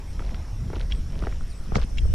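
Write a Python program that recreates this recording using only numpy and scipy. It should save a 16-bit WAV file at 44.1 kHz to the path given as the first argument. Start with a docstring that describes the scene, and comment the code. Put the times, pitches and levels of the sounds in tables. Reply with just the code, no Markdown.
"""A wooden boardwalk through a marsh in light wind, with someone walking on it.
Heels and soles knock the planks (dying sines), soles scuff (filtered grains), grit ticks and a buckle
clinks (short ringing sines). Wind rumbles on the microphone over rustling air (shaped noise), while
insects hiss and throb, a cricket pips and birds chip and buzz far off (fuzzy bands and gliding tones).
The sound is mono at first and opens to stereo late."""
import sys
import numpy as np
from scipy import signal
from scipy.fft import rfft, irfft
from scipy.io import wavfile
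from scipy.ndimage import uniform_filter1d

SR = 44100
rng = np.random.default_rng(int(sys.argv[2]) if len(sys.argv) > 2 else 0)


def wav_out(sig):
    """Save sig, one row per channel (or a flat mono array), as 16-bit PCM at SR to the path in sys.argv[1]."""
    wavfile.write(sys.argv[1], SR, np.round(np.clip(np.atleast_2d(sig).T, -1, 1) * 32767).astype(np.int16))


N = 94374  # length in samples


def amp(db):
    """Turn decibels into a plain multiplier."""
    return 10 ** (np.asarray(db) / 20)


def even(x):
    """Scale a signal to an average (RMS) strength of 1."""
    return x / np.sqrt(np.mean(x ** 2) + 1e-20)


def read(points, hz):
    """Read a spectrum in dB between its points, along a log pitch scale; -100 dB outside."""
    point_hz, value_db = np.transpose(points)
    return np.interp(np.log(hz + 1), np.log(point_hz + 1), value_db, -100, -100)


def add(mix, s, sound):
    """Add a sound to the mix at s seconds, cutting off what runs past the end."""
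    part = mix[..., max(round(s * SR), 0):][..., :sound.shape[-1]]
    part += sound[..., :part.shape[-1]]


def curve(table, column):
    """Draw straight lines through one column of a table over time."""
    return np.interp(np.arange(N) / SR, [row[0] for row in table], [row[column] for row in table])


def noise(points, patchy_db):
    """Mid and side noise of a given spectrum, with strength that drifts in patches of pitch and time."""
    # How strong the side is against the mid. Each row: pitch in Hz, side minus mid in dB.
    side_balance = [(60, -15), (380, 3.5), (2350, -5.5), (14700, 3.5)]
    hz = np.fft.rfftfreq(2048, 1 / SR)
    z = rng.standard_normal((5, N // 512 + 5, 1025)).transpose(0, 2, 1)
    patches = even(uniform_filter1d(uniform_filter1d(z[4], 15, 0), 4, 1))
    shape = amp(read(points, hz)[:, None] + patchy_db * patches)
    balance_hz, balance_db = np.transpose(side_balance)
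    mid = z[0] + 1j * z[1]
    side = (z[2] + 1j * z[3]) * amp(np.interp(hz, balance_hz, balance_db))[:, None]
    out = signal.istft(np.array([mid, side]) * shape, nperseg=2048, noverlap=1536)[1][:, :N]
    return out / np.sqrt(np.mean(out[0] ** 2))


def wobble(n, width_hz):
    """Complex low-passed noise: a carrier times it is a fuzzy band."""
    z = rng.standard_normal(n) + 1j * rng.standard_normal(n)
    z = signal.sosfilt(signal.butter(2, width_hz / 2, fs=SR, output="sos"), z)
    return z / np.sqrt(np.mean(abs(z) ** 2))


def ring(modes, drive):
    """Dying sines, neighbours in opposite sense, struck by a short force; peak 1."""
    t = np.arange(3000) / SR
    body = np.zeros(3000)
    for k, (hz, db, t60) in enumerate(modes):  # t60: seconds to die by 60 dB
        body += amp(db - 60 * t / t60) * np.sin(2 * np.pi * hz * t) * (-1) ** k
    out = np.convolve(body, drive)
    return out / abs(out).max()


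def burst(fade_s):
    """The force of a first contact, then a dying random rattle, with soft edges."""
    rattle_size = 0.16
    t = np.arange(300) / SR
    force = (t == 0) + rattle_size * rng.standard_normal(300) * np.exp(-t / fade_s)
    return rng.choice([-1, 1]) * np.convolve(force, np.hanning(7))


def marsh_air():
    """The rustle of the marsh: patchy noise whose lower part slowly changes in level."""
    # Spectrum of the rustle. Each row: pitch in Hz, relative strength in dB per Hz.
    rustle = [(130, 5), (200, -4), (450, -10.5), (1000, -17), (1800, -20), (4300, -26), (7000, -28.5),
              (11000, -33), (13500, -41.5), (15300, -45)]
    # Slow level of the lower part; only its ups and downs count. Each row: time in seconds, level in dB.
    lower_level = [(0.0, -48.5), (0.44, -48.5), (2.12, -50.5)]
    air = noise(rustle, patchy_db=2.5) * amp(-48.5)
    low = signal.sosfilt(signal.butter(2, 2500, fs=SR, output="sos"), air)
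    level_db = curve(lower_level, column=1)
    return air + low * (amp(level_db - level_db.mean()) - 1)


def wind():
    """Wind pushing on the microphone: deep lumps of noise and a higher buffeting, each with its own gusts."""
    # Strength of the gusts. Each row: time in seconds, deep rumble in dB, buffeting in dB.
    gusts = [(0, -35, -41), (.25, -27.5, -37.5), (.33, -27.5, -30.5), (.48, -32.5, -43.5), (.6, -34, -31),
             (.95, -23.5, -34.5), (1.2, -30.5, -30), (1.29, -25, -35.5), (1.58, -33, -39), (1.78, -21, -37),
             (1.88, -25.5, -39), (2.02, -17.5, -33), (2.14, -13.5, -32.5)]
    # Spectrum of the deep rumble. Each row: pitch in Hz, relative strength in dB per Hz.
    deep_spectrum = [(4, -24), (24, 1.5), (41, -1), (70, -17.5), (100, -16.5)]
    # Spectrum of the buffeting. Each row: pitch in Hz, relative strength in dB per Hz.
    buffet_spectrum = [(35, -39), (55, 0.5), (100, -5), (200, -16.5), (350, -34), (700, -38.5)]
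    deep = noise(deep_spectrum, patchy_db=0.95) * amp(curve(gusts, column=1))
    buffeting = noise(buffet_spectrum, patchy_db=3.0) * amp(curve(gusts, column=2))
    return deep + buffeting


def insects():
    """A hissing band of fuzzy tone, its loudness throbbing with an unsteady beat; mid and side."""
    pitch_hz, width_hz, level_db = 5507, 630, -60.5
    throb_hz, throb_depth = 56.6, 0.24
    t = np.arange(N) / SR
    throb = 1 + throb_depth * np.sin(2 * np.pi * throb_hz * t + 3 * wobble(N, 5.7).real)
    carrier = np.exp(2j * np.pi * pitch_hz * t)
    band = [(wobble(N, width_hz) * carrier).real * throb for _ in ("mid", "side")]
    return amp(level_db) * np.sqrt(2) * np.array(band)


def cricket():
    """Short pure pips in evenly spaced runs, each pip a little louder or softer."""
    # Runs of pips. Each row: start in seconds, end in seconds, typical level of a pip in dB.
    runs = [(1.42, 1.65, -59), (1.788, 2.14, -55.5)]
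    pip_hz, pip_gap_s, pip_s = 8600, .0532, .013
    out = np.zeros(N)
    t = np.arange(0, pip_s, 1 / SR)
    pip = np.sin(np.pi * t / pip_s) * np.sin(2 * np.pi * pip_hz * t)
    for start, end, db in runs:
        for s in np.arange(start, end, pip_gap_s):
            add(out, s, amp(db + 2 * rng.standard_normal()) * pip)
    return out * np.array([[1], [.2]])


def call(length, from_hz, to_hz, db, buzzy):
    """One soft-edged note gliding in pitch; a buzzy one is blurred by noise and flutters in loudness."""
    blur_hz, buzz_hz = 300, 149
    t = np.arange(0, length, 1 / SR)
    pitch_hz = from_hz + (to_hz - from_hz) * np.sin(.5 * np.pi * t / length) ** 2
    tone = np.exp(2j * np.pi * np.cumsum(pitch_hz) / SR)
    if buzzy:
        blur = wobble(8192, blur_hz)[-len(t):]  # the end, where the filter has settled
        tone = tone * blur * (1 + 0.44 * np.sin(2 * np.pi * buzz_hz * t))
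    return amp(db) * np.sqrt(2) * np.sin(np.pi * t / length) ** .5 * tone.real


def birds():
    """Clear chips that fall in pitch, and high buzzy notes that rise slightly."""
    # Falling chips. Each row: start in seconds, length in seconds, from Hz, to Hz, level in dB.
    chips = [(.118, .03, 4900, 3700, -63), (.25, .047, 4550, 3250, -62), (1.492, .052, 5050, 3650, -58),
             (1.63, .052, 4700, 3150, -62)]
    # Buzzy notes. Each row: start in seconds, length in seconds, middle pitch in Hz, level before buzz in dB.
    buzzes = [(.07, 0.069, 8360, -62.5), (0.766, 0.075, 9000, -67), (0.923, 0.077, 8240, -61),
              (1.395, 0.043, 8500, -68), (1.475, 0.072, 9000, -62), (1.542, .075, 8100, -61),
              (2.03, 0.078, 8250, -63.5)]
    half_rise_hz = 80.5
    out = np.zeros(N)
    for s, length, from_hz, to_hz, db in chips:
        add(out, s, call(length, from_hz, to_hz, db, buzzy=False))
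    for s, length, hz, db in buzzes:
        add(out, s, call(length, hz - half_rise_hz, hz + half_rise_hz, db, buzzy=True))
    return out * np.array([[1], [.2]])


def scuffs():
    """Dense uneven grains under the sole, six kinds of different pitch, tilted dull or bright."""
    # Scuffs. Each row: start in seconds, length in seconds, level before fading in dB,
    # brightness in dB per octave.
    scrapes = [(0.188, 0.27, -49, -5.5), (.69, 0.19, -47.5, -6.5), (.895, 0.067, -50.5, -2.5),
               (1.082, 0.3, -50, -6), (1.214, 0.1, -41.5, -8.5), (1.298, 0.11, -55.5, -1),
               (1.725, 0.12, -41.5, -6), (1.748, 0.038, -39, 7.5), (1.81, 0.045, -46.5, -3.5),
               (1.972, 0.034, -52.5, 10.5)]
    grains_per_s = 900  # for a scuff of no tilt; brighter ones have more
    grain_spread_db, grain_q = 5, 2.84
    n = 16384
    t, hz = np.arange(n) / SR, np.fft.rfftfreq(n, 1 / SR)
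    out = np.zeros((2, N))
    for s, length, db, tilt_db in scrapes:
        size = amp(grain_spread_db * np.minimum(rng.exponential(1, (6, 2, n)), 4))
        size = size * rng.choice([-1, 1], (6, 2, n))
        grains = size * (rng.random((6, 2, n)) < grains_per_s * amp(tilt_db) / SR)
        pitch_hz = np.geomspace(330, 5900, 6)[:, None, None] * rng.uniform(0.77, 1.165, (6, 1, 1))
        kinds = 1 / (1 + 1j * grain_q * (hz / pitch_hz - pitch_hz / (hz + 1)))  # one resonance per kind
        colour = amp(tilt_db * np.log2(hz / 1000 + 0.0062))
        colour = colour / (1 + (300 / (hz + 1)) ** 4) / (1 + (hz / 7000) ** 6)  # trim both ends
        scrape = even(irfft((rfft(grains) * kinds).sum(0) * colour))
        swell = np.sin(np.pi * np.clip(t / length, 0, 1) ** .6) * (t < length)
        add(out, s, amp(db) * swell * scrape)
    return out


def grit():
    """Thin soft-edged ticks, each a cluster of five quickly dying sines."""
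    # Grit ticks. Each row: start in seconds, peak level in dB, pitch in Hz.
    ticks = [(0.194, -35.5, 2430), (.345, -29, 3180), (0.7468, -44, 3580), (0.756, -33, 3380),
             (0.76, -34, 3100), (0.797, -32, 3500), (0.812, -27.5, 3070), (1.191, -33.5, 3440),
             (1.755, -21, 4080), (1.816, -32, 3380), (1.83, -33, 2470), (1.837, -34, 2960)]
    t60_s, spread = 0.0061, 0.517
    out = np.zeros(N)
    for s, db, hz in ticks:
        modes = [(hz * (1 + spread * k), -3 * abs(k), t60_s) for k in np.linspace(-.6, .8, 5)]
        add(out, s, amp(db) * ring(modes, burst(0.00046)))
    return out * np.array([[1], [.2]])


def buckle():
    """A metal buckle bouncing five times, each bounce weaker and ringing the same sines."""
    # Clinks. Each row: start in seconds, peak level of the first bounce in dB.
    clinks = [(.912, -34.5), (.921, -20.5), (0.948, -41), (1.973, -33.5), (1.9829, -22)]
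    # Ringing pitches of the buckle. Each row: pitch in Hz, relative strength in dB.
    metal = [(1680, -8.5), (2220, -2.5), (2760, 0.5), (3170, 3), (3380, 0), (3870, -6.5), (5470, -7.5),
             (7100, -16)]
    t60_s, bounce_fade_s, bounce_gap_s = 0.018, 0.0032, 0.0024
    modes = [(hz, db, t60_s) for hz, db in metal]
    out = np.zeros(N)
    for s, db in clinks:
        for k in range(5):
            late = k * bounce_gap_s * rng.uniform(.85, 1.1)
            bounce = ring(modes, burst(0.00073))
            add(out, s + late, amp(db) * np.exp(-late / bounce_fade_s) * bounce)
    return out * np.array([[1], [.2]])


def steps():
    """Each knock rings another spot of the planks, strongest near its own colour; mid and side."""
    # Knocks. Each row: start in seconds, peak level of the upper modes in dB, colour in Hz,
    # deep modes compared with the upper ones in dB.
    knocks = [(0.193, -31.5, 890, -21), (.202, -32, 430, -14), (.22, -38, 900, -13), (0.227, -45, 420, -5),
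              (0.319, -47, 400, 15.5), (0.344, -36, 1500, -15), (0.7, -29, 645, -8.5),
              (.731, -26.5, 600, -15), (0.736, -33.5, 1350, -9), (.762, -32.5, 1200, -13),
              (.766, -27, 420, -9), (0.805, -33.5, 900, -20), (1.223, -27.5, 950, 1),
              (1.237, -28.5, 800, -4.5), (1.269, -21, 740, -7), (1.325, -35, 1910, -17),
              (1.408, -34.5, 597, -5.5), (1.719, -23, 510, -1.5), (1.745, -31, 650, -2),
              (1.7552, -16.5, 1240, 1.5), (1.765, -22.5, 447, 2.5), (1.782, -28, 600, -4),
              (1.822, -36.5, 1200, -5), (1.842, -45.5, 400, 17.5), (2.052, -34.5, 450, -9)]
    # Ringing pitches (modes) of the planks. Each row: pitch in Hz before detuning, relative strength in dB.
    plank = [(120, -7), (190, -4), (250, -6), (350, 3.5), (450, 4), (600, 0), (830, -2.5), (1100, 2),
             (1300, 6.5), (1600, 5), (1880, 5), (2300, -0.5)]
    low_hz = 280  # modes below this are the deep ones
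    fall_db = 5.5  # upper modes lose this one octave off the colour
    detune, contact_s = 0.044, 0.0021  # detune is a share of the pitch
    t60_at_1k_s, damping = .009, .9  # higher modes die sooner
    out = np.zeros((2, N))
    for s, db, colour_hz, deep_db in knocks:
        # hard blows reach the two microphone ports more unlike
        side = amp(np.clip(28 + db, -12, 6))
        for lo, hi, lift_db, wide in ((0, low_hz, deep_db, .3), (low_hz, SR, 0, 1)):
            modes = []
            for hz, mode_db in plank:
                if lo <= hz < hi:
                    off_colour_db = (lo > 0) * fall_db * np.log2(hz / colour_hz) ** 2
                    t60_s = t60_at_1k_s * (1000 / hz) ** damping
                    modes.append((hz * (1 + detune * rng.standard_normal()), mode_db - off_colour_db, t60_s))
            near, across = ring(modes, burst(contact_s)), ring(modes, burst(contact_s))
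            add(out, s, amp(db + lift_db) * np.array([near, wide * side * across]))
    return out


def scene():
    """Sum all sources as mid and side, then turn them into left and right."""
    background = marsh_air() + wind() + insects() + cricket() + birds()
    walker = scuffs() + grit() + buckle() + steps()
    mid, side = background + walker
    return np.array([mid + side, mid - side])


def record(dry):
    """Mono until the stereo image opens; then the highest treble is cut off."""
    opens_s, full_ramp_s, edge_hz = 1.408, 0.73, 15150
    mid, side = (dry[0] + dry[1]) / 2, (dry[0] - dry[1]) / 2
    t = np.arange(N) / SR - opens_s
    side = side * (t > 0) * np.clip(0.072 + t / full_ramp_s, 0, 1)  # starts with a small jump
    out = np.array([mid + side, mid - side])
    lowpass = signal.firwin(511, edge_hz, window=("kaiser", 9), fs=SR)
    return signal.oaconvolve(out, lowpass[None], "same")


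dry = scene()
out = record(dry)
wav_out(out)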